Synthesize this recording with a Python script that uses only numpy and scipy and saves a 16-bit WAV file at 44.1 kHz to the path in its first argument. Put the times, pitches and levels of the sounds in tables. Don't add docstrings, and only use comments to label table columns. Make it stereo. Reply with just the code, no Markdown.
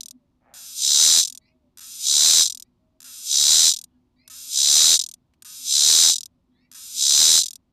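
import sys
import numpy as np
from scipy import signal
from scipy.fft import rfft, irfft
from scipy.io import wavfile

SR = 44100
rng = np.random.default_rng(int(sys.argv[2]) if len(sys.argv) > 2 else 0)


def transcribe(u):
    v = np.clip(np.atleast_2d(u).T, -1, 1)
    q = np.round(v * 32767).astype(np.int16)
    wavfile.write(sys.argv[1], SR, q)


def undo_db(level):
    steps = np.asarray(level, float) / 20
    return 10 ** steps


N = 340452
TIME = np.arange(N) / SR

# (frequency [Hz], level per Hz [dB])
AIR_SPECTRUM = [(15, -9.5), (60, -4), (150, -8), (250, -7.5), (330, -14.5), (420, -24.5), (1000, -25),
                (1600, -37.5), (4000, -37.5), (9000, -48), (16000, -51)]
# (frequency [Hz], level [dB])
MACHINE_TONES = [(250, -72), (358, -85)]
# (start [s], length [s], pitch [Hz], level [dB])
DOVE_NOTES = [(-0.1, 0.39, 630, -86), (1.33, 0.39, 635, -85), (2.76, 0.41, 634, -84), (4.2, .36, 631, -82),
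              (6.282, 0.15, 600, -80.5)]
# (start [s], length [s], first pitch [Hz], last pitch [Hz], level [dB])
SPARROW_CHIRPS = [(1.401, 0.15, 1850, 2250, -73), (1.447, .08, 2100, 2510, -76),
                  (2.63, .07, 1800, 2100, -85.5), (3.9, .1, 1500, 1393, -88),
                  (4.158, 0.16, 1855, 2300, -71), (6.511, 0.2, 1544, 2050, -76.5),
                  (6.59, 0.096, 2000, 2390, -76.5)]
# (start [s], pitch [Hz], level [dB])
CROW_CAW = (0.41, 120, -63)
# (frequency [Hz], width [Hz], level [dB])
THROAT_RESONANCES = [(680, 120, -1), (820, 240, 2), (1270, 250, -4.5), (1709, 260, -6.5), (2156, 200, -8.5)]
# (time [s], peak level [dB])
TWIG_SNAP = [(5.3368, -61)]

# (buzz starts [s], swell has risen [s], stroke count passes zero [s], swell breaks off [s],
# level [dB])
SONG_PHRASES = [(0.545, 0.839, 0.7621, 1.227, 0), (1.803, 2.078, 1.9966, 2.449, 0.5),
                (3.042, 3.326, 3.2558, 3.716, 0), (4.297, 4.574, 4.5297, 4.975, 0.5),
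                (5.445, 5.717, 5.6372, 6.132, 0.5), (6.743, 7.02, 6.9655, 7.416, 0.54)]
# (time after count zero [s], strokes made so far [count])
MUSCLE_BEAT = [(-0.29, -20), (0, 0), (0.114, 8), (0.2233, 16), (0.3245, 24), (0.4225, 32), (0.5455, 42)]
# (delay [ms], level [dB], tilt [dB per octave])
STROKE_RIBS = [(0, 1.5, -4.5), (2.1, 0.5, -4.0), (4.2, -1.5, -1.5), (6.2, -6.0, 4.0), (8.3, -6.0, 2.5),
               (10.3, -7.0, 5.0), (12.2, -13.0, 3.0)]
# (delay [ms], level [dB], tilt [dB per octave])
BUCKLE_RIBS = [(0, 0.5, -2.0), (1.1, -3.5, 1), (2.198, -2, -2), (4.2, -15.5, 6), (5.5, -13.5, -4.5)]
# (time [s], peak level [dB])
OPENING_TICKS = [(0.5386, -32), (1.7726, -33.5), (1.7827, -32), (1.7924, -31), (3.0033, -33), (3.0173, -36),
                 (3.0282, -33), (4.2772, -31), (5.4221, -31.5), (6.7145, -34.5), (6.7251, -37),
                 (6.7353, -36)]
# (first tick [s], second tick [s], last tick [s], loss per tick [dB], doubled ticks [count])
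CLOSING_RUNS = [(-0.04, -0.0188, 0.1087, 5.5, 2), (1.2296, 1.2486, 1.3745, 4.5, 3),
                (2.456, 2.4724, 2.6231, 3.5, 3), (3.7153, 3.7367, 3.8392, 4.5, 3),
                (4.9916, 5.0126, 5.1385, 4, 2), (6.134, 6.1568, 6.2571, 3.5, 2),
                (7.4132, 7.4334, 7.5561, 3.5, 3)]
# (frequency [Hz], width [Hz], level when loud [dB], level when soft [dB], #
# left-right [dB], left phase lead [rad])
BELLY_RESONANCES = [(1180, 590, -13, -19.5, 0, -1.33), (1660, 290, -16.5, -16, -6, -0.65),
                    (2300, 370, -12.5, -17, -2, 2.0), (2770, 290, -13, -15, -4.5, -0.55),
                    (3295, 280, -14.5, -7, 4.5, 0.96)]
UPPER_RESONANCES = [(3806, 150, -1, -8.5, -4, -0.0), (4112, 134, 3, -15, 5.5, -0.7),
                    (4635, 160, 1.5, -3, -8, 1.18), (5165, 356, 3, 1.5, 0.5, 0.5), (5692, 120, 3, 2, -6, -2),
                    (6025, 164, 9.5, 6.5, -3.5, 1.5), (6216, 240, 3, 1, 2, 1.0), (6905, 140, 3, 4, 4.5, 1.26),
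                    (7160, 160, 5, 4, -3, -1.5), (7615, 190, 6, 3, -0.5, -1.66),
                    (8044, 710, -4, -1.5, 4.5, 2), (8535, 150, 4, 6.5, -2.5, 1.99),
                    (8902, 160, -4, 5, 8.5, 1.6), (9310, 96, -10, -2, 9, 2.5),
                    (9520, 110, -17.5, 0.5, 2.5, 0), (10600, 740, -21, -1.5, 3, 3),
                    (11670, 730, -19.5, 0.5, 5.5, 1.5), (11550, 330, -25, -4, -4, -0.7),
                    (11770, 600, -20, -5.5, -0.5, 1), (13500, 1800, -25, -16, 2.5, 2),
                    (14500, 530, -26.5, -23, -3, 2.5), (16000, 790, -26.5, -25, -1, 2)]

SOFT_DB, LOUD_DB = -42, -16


def rms_one(x):
    return x / np.sqrt(np.mean(x ** 2) + 1e-20)


def curve(tables, silent):
    out = np.full(N, float(silent))
    for rows in tables:
        s, value = np.array(rows)[:, 0], np.array(rows)[:, 1]
        inside = (TIME >= s[0]) & (TIME <= s[-1])
        out[inside] = np.interp(TIME[inside], s, value)
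    return out


def drift(rate):
    knots = rng.standard_normal(int(N / SR * rate) + 3)
    return 1.2 * np.interp(TIME * rate, np.arange(len(knots)), knots)


def ring(clicks, hz, width_hz):
    r = np.exp(-np.pi * width_hz / SR)
    return signal.lfilter([1 - r], [1, -r * np.exp(2j * np.pi * hz / SR)], clicks + 1e-18)


def bandpass(x, order, low_hz, high_hz):
    return signal.sosfilt(signal.butter(order, [low_hz, high_hz], "band", fs=SR, output="sos"), x)


def air():
    hz = np.fft.rfftfreq(N, 1 / SR) + 1
    shape_hz, shape_db = np.transpose(AIR_SPECTRUM)
    gain = undo_db(np.interp(np.log(hz), np.log(shape_hz), shape_db))
    noise = irfft(rfft(rng.standard_normal((2, N))) * gain, N)
    hum = np.zeros(N)
    for tone_hz, db in MACHINE_TONES:
        level = undo_db(db + 6.1 * drift(25))
        hum += level * np.sin(2 * np.pi * tone_hz * TIME + 0.42 * drift(7.2))
    return undo_db(-64.5) * rms_one(noise) + hum


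def dove():
    fade_s, sag_s, sag_over_s, sag_hz = 0.044, 0.129, 0.065, 55
    notes = np.transpose(DOVE_NOTES)
    latest = np.searchsorted(notes[0], TIME) - 1
    s, length, hz, level_db = notes[:, latest]
    left = s + length - TIME
    pitch = hz - sag_hz * np.clip((sag_s - left) / sag_over_s, 0, 1)
    fade = np.clip(np.minimum(TIME - s, left) / fade_s, 0, 1)
    level = undo_db(level_db + 7.0 + 4.3 * drift(25))
    return level * fade * np.sin(2 * np.pi * np.cumsum(pitch) / SR)


def sparrows():
    out, flutter = np.zeros(N), undo_db(2.0 * drift(200))
    voices = []
    for ratio in (1, 1.17):
        bend = ratio * undo_db(0.2 * drift(220))
        grit = 1.07 + 0.41 * drift(400)
        voices.append((bend, grit))
    for s, length, from_hz, to_hz, level_db in SPARROW_CHIRPS:
        span = slice(int(s * SR), int((s + length) * SR))
        part = np.linspace(0, 1, span.stop - span.start)
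        glide = from_hz + (to_hz - from_hz) * part ** .7
        swell = undo_db(level_db) * np.sin(np.pi * part)
        for bend, grit in voices:
            phase = 2 * np.pi * np.cumsum(glide * bend[span]) / SR
            octave = 1.9 * (1 - part) ** 1.2 * np.sin(2 * phase)
            out[span] += swell * (np.sin(phase) + octave) * grit[span]
    return out * flutter


def caw():
    attack_s, hold_s, release_s, depth_db = 0.061, 0.073, 0.15, 16
    s, pitch_hz, level_db = CROW_CAW
    cycles = np.cumsum(pitch_hz * undo_db(drift(60)) / SR)
    pulses = np.diff(cycles % 1, prepend=0) < 0
    source = rms_one(pulses - pulses.mean()) + 0.98 * rng.standard_normal(N)
    voice = sum(undo_db(db) * ring(source, hz, width).imag for hz, width, db in THROAT_RESONANCES)
    voice = bandpass(voice, 3, 540, 2300)
    corners = s + np.cumsum([0, attack_s, hold_s, release_s])
    shape = np.c_[corners, level_db - depth_db * np.array([1, 0, 0, 1])]
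    return rms_one(voice) * undo_db(curve([shape], silent=-120) + 3.0)


def snap():
    s, peak_db = TWIG_SNAP[0]
    age = np.maximum(TIME - s, 0)
    crack = rng.standard_normal(N) * (age > 0) * undo_db(peak_db + 5.0 - 60 * age / 0.033)
    return bandpass(crack, 1, 700, 4500)


def song():
    rise_s, fill_s, break_s = 0.094, 0.18, 0.031
    phrases = []
    for start, risen, _, end, db in SONG_PHRASES:
        phrases.append([(start, -43 + db), (risen - rise_s, -37 + db),
                        (risen, -18.5 + db), (risen + fill_s, -12.5 + db),
                        (end - break_s, -12.5 + db), (end, -25.5 + db)])
    return phrases


def lone_ticks():
    gap_s, from_db, floor_db = .025, -9, -27
    twin_s, twin_loss_db = .0056, 1.5
    rows = list(OPENING_TICKS)
    for first, second, last, loss_db, doubled in CLOSING_RUNS:
        count = round((last - second) / gap_s) + 1
        for k, s in enumerate([first, *np.linspace(second, last, count)]):
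            db = max(from_db - loss_db * k, floor_db)
            rows.append((s, db))
            if k < round(doubled):
                rows.append((s + twin_s, db - twin_loss_db))
    return [row for row in rows if row[0] > 0]


def ribs(starts, level_db, effort, pattern, jitter_ms):
    delay_ms, rib_db, tilt = np.transpose(pattern)
    jitter = jitter_ms * rng.standard_normal((len(starts), len(pattern)))
    s = starts[:, None] + (delay_ms + jitter) / 1000
    clicks = np.broadcast_arrays(s, level_db[:, None] + rib_db, tilt, effort[:, None])
    return np.stack(clicks).reshape(4, -1)


def tymbals():
    level = curve(song(), silent=-200)
    effort = np.clip((level - SOFT_DB) / (LOUD_DB - SOFT_DB), .001, .999)
    beats = [np.add(MUSCLE_BEAT, (phrase[2], 0)) for phrase in SONG_PHRASES]
    strokes = np.flatnonzero(np.diff(np.floor(curve(beats, silent=.5))) == 1)
    buckle_count = np.cumsum(265 * undo_db(.5 * drift(30)) / SR)
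    buckles = np.flatnonzero(np.diff(buckle_count % 1) < 0)

    stroke_db = level[strokes] + 20 * np.log10(effort[strokes]) + 1.0
    buckle_db = level[buckles] + 10 * np.log10(1 - effort[buckles] ** 2) - 0.5
    swell = ribs(strokes / SR, stroke_db, effort[strokes], STROKE_RIBS, jitter_ms=.05)
    buzz = ribs(buckles / SR, buckle_db, effort[buckles], BUCKLE_RIBS[::2], jitter_ms=.08)

    s, peak_db = np.transpose(lone_ticks())
    tick_effort = np.clip((peak_db - 6.0 - SOFT_DB) / (LOUD_DB - SOFT_DB), 0, 1)
    tick_effort[:len(OPENING_TICKS)] = 0
    ticks = ribs(s, peak_db - 9.5, tick_effort, BUCKLE_RIBS, jitter_ms=0.11)
    return np.hstack([swell, buzz, ticks])


def cicada():
    s, click_db, tilt, effort = tymbals()
    body = BELLY_RESONANCES + UPPER_RESONANCES
    hz, width, loud_db, soft_db, pan_db, lead = np.transpose(body)[:, :, None]
    belly = hz < 3200

    slack_db = -21.5 * effort ** 0.62 * (2200 / hz) ** .3
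    tighten_db = -11 * (hz < 2000) * np.minimum(effort / 0.23, 1)
    colour_db = soft_db + effort ** 1.5 * (loud_db - soft_db)
    colour = undo_db(colour_db + belly * (5.0 + slack_db + tighten_db))
    colour = colour / np.sqrt(np.sum(colour ** 2 * width, axis=0))
    chance_db = 1.6 * rng.standard_normal(colour.shape[::-1]).T
    strength = colour * undo_db(click_db + 70.5 + tilt * np.log2(hz / 6300) + chance_db)

    late = .0007 * rng.random(hz.shape) + .000022 * rng.standard_normal(colour.shape[::-1]).T
    at = np.clip(((s + late) * SR).astype(int), 0, N - 1)
    start = rng.uniform(0, 2 * np.pi, len(hz))
    out = np.zeros((2, 2, N))
    for k in range(len(hz)):
        tone = ring(np.bincount(at[k], strength[k], N), hz[k, 0], .9 * width[k, 0])
        for side, sign in enumerate((.5, -.5)):
            turned = tone * np.exp(1j * (start[k] + sign * lead[k]))
            out[int(belly[k, 0]), side] += undo_db(sign * pan_db[k]) * np.imag(turned)

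    high = signal.sosfilt(signal.butter(7, 3450, "high", fs=SR, output="sos"), out[0])
    return high + bandpass(out[1], 3, 900, 3600)


def leaves(x):
    t = np.arange(2200) / SR
    echoes = rng.standard_normal((2, len(t))) * undo_db(-60 * t / .022) * (t > .0015)
    return x + undo_db(-28) * signal.fftconvolve(x, echoes, axes=1)[:, :N]


def scene():
    far = dove() + sparrows() + caw() + snap()
    return leaves(cicada() + far) + air()


def roll_off(x):
    return signal.sosfilt(signal.butter(12, 16500, fs=SR, output="sos"), x)


def record(dry):
    top = 0.48 + np.sign(dry) * [[.03], [-.012]]
    bent = dry / (1 + np.abs(dry / top) ** 6.5) ** (1 / 6.5)
    bent = signal.sosfilt(signal.butter(1, 30, "high", fs=SR, output="sos"), bent)
    bent = signal.sosfilt(signal.cheby2(12, 60, 16100, fs=SR, output="sos"), bent)
    return roll_off(bent)


dry = scene()
out = record(dry)
transcribe(out)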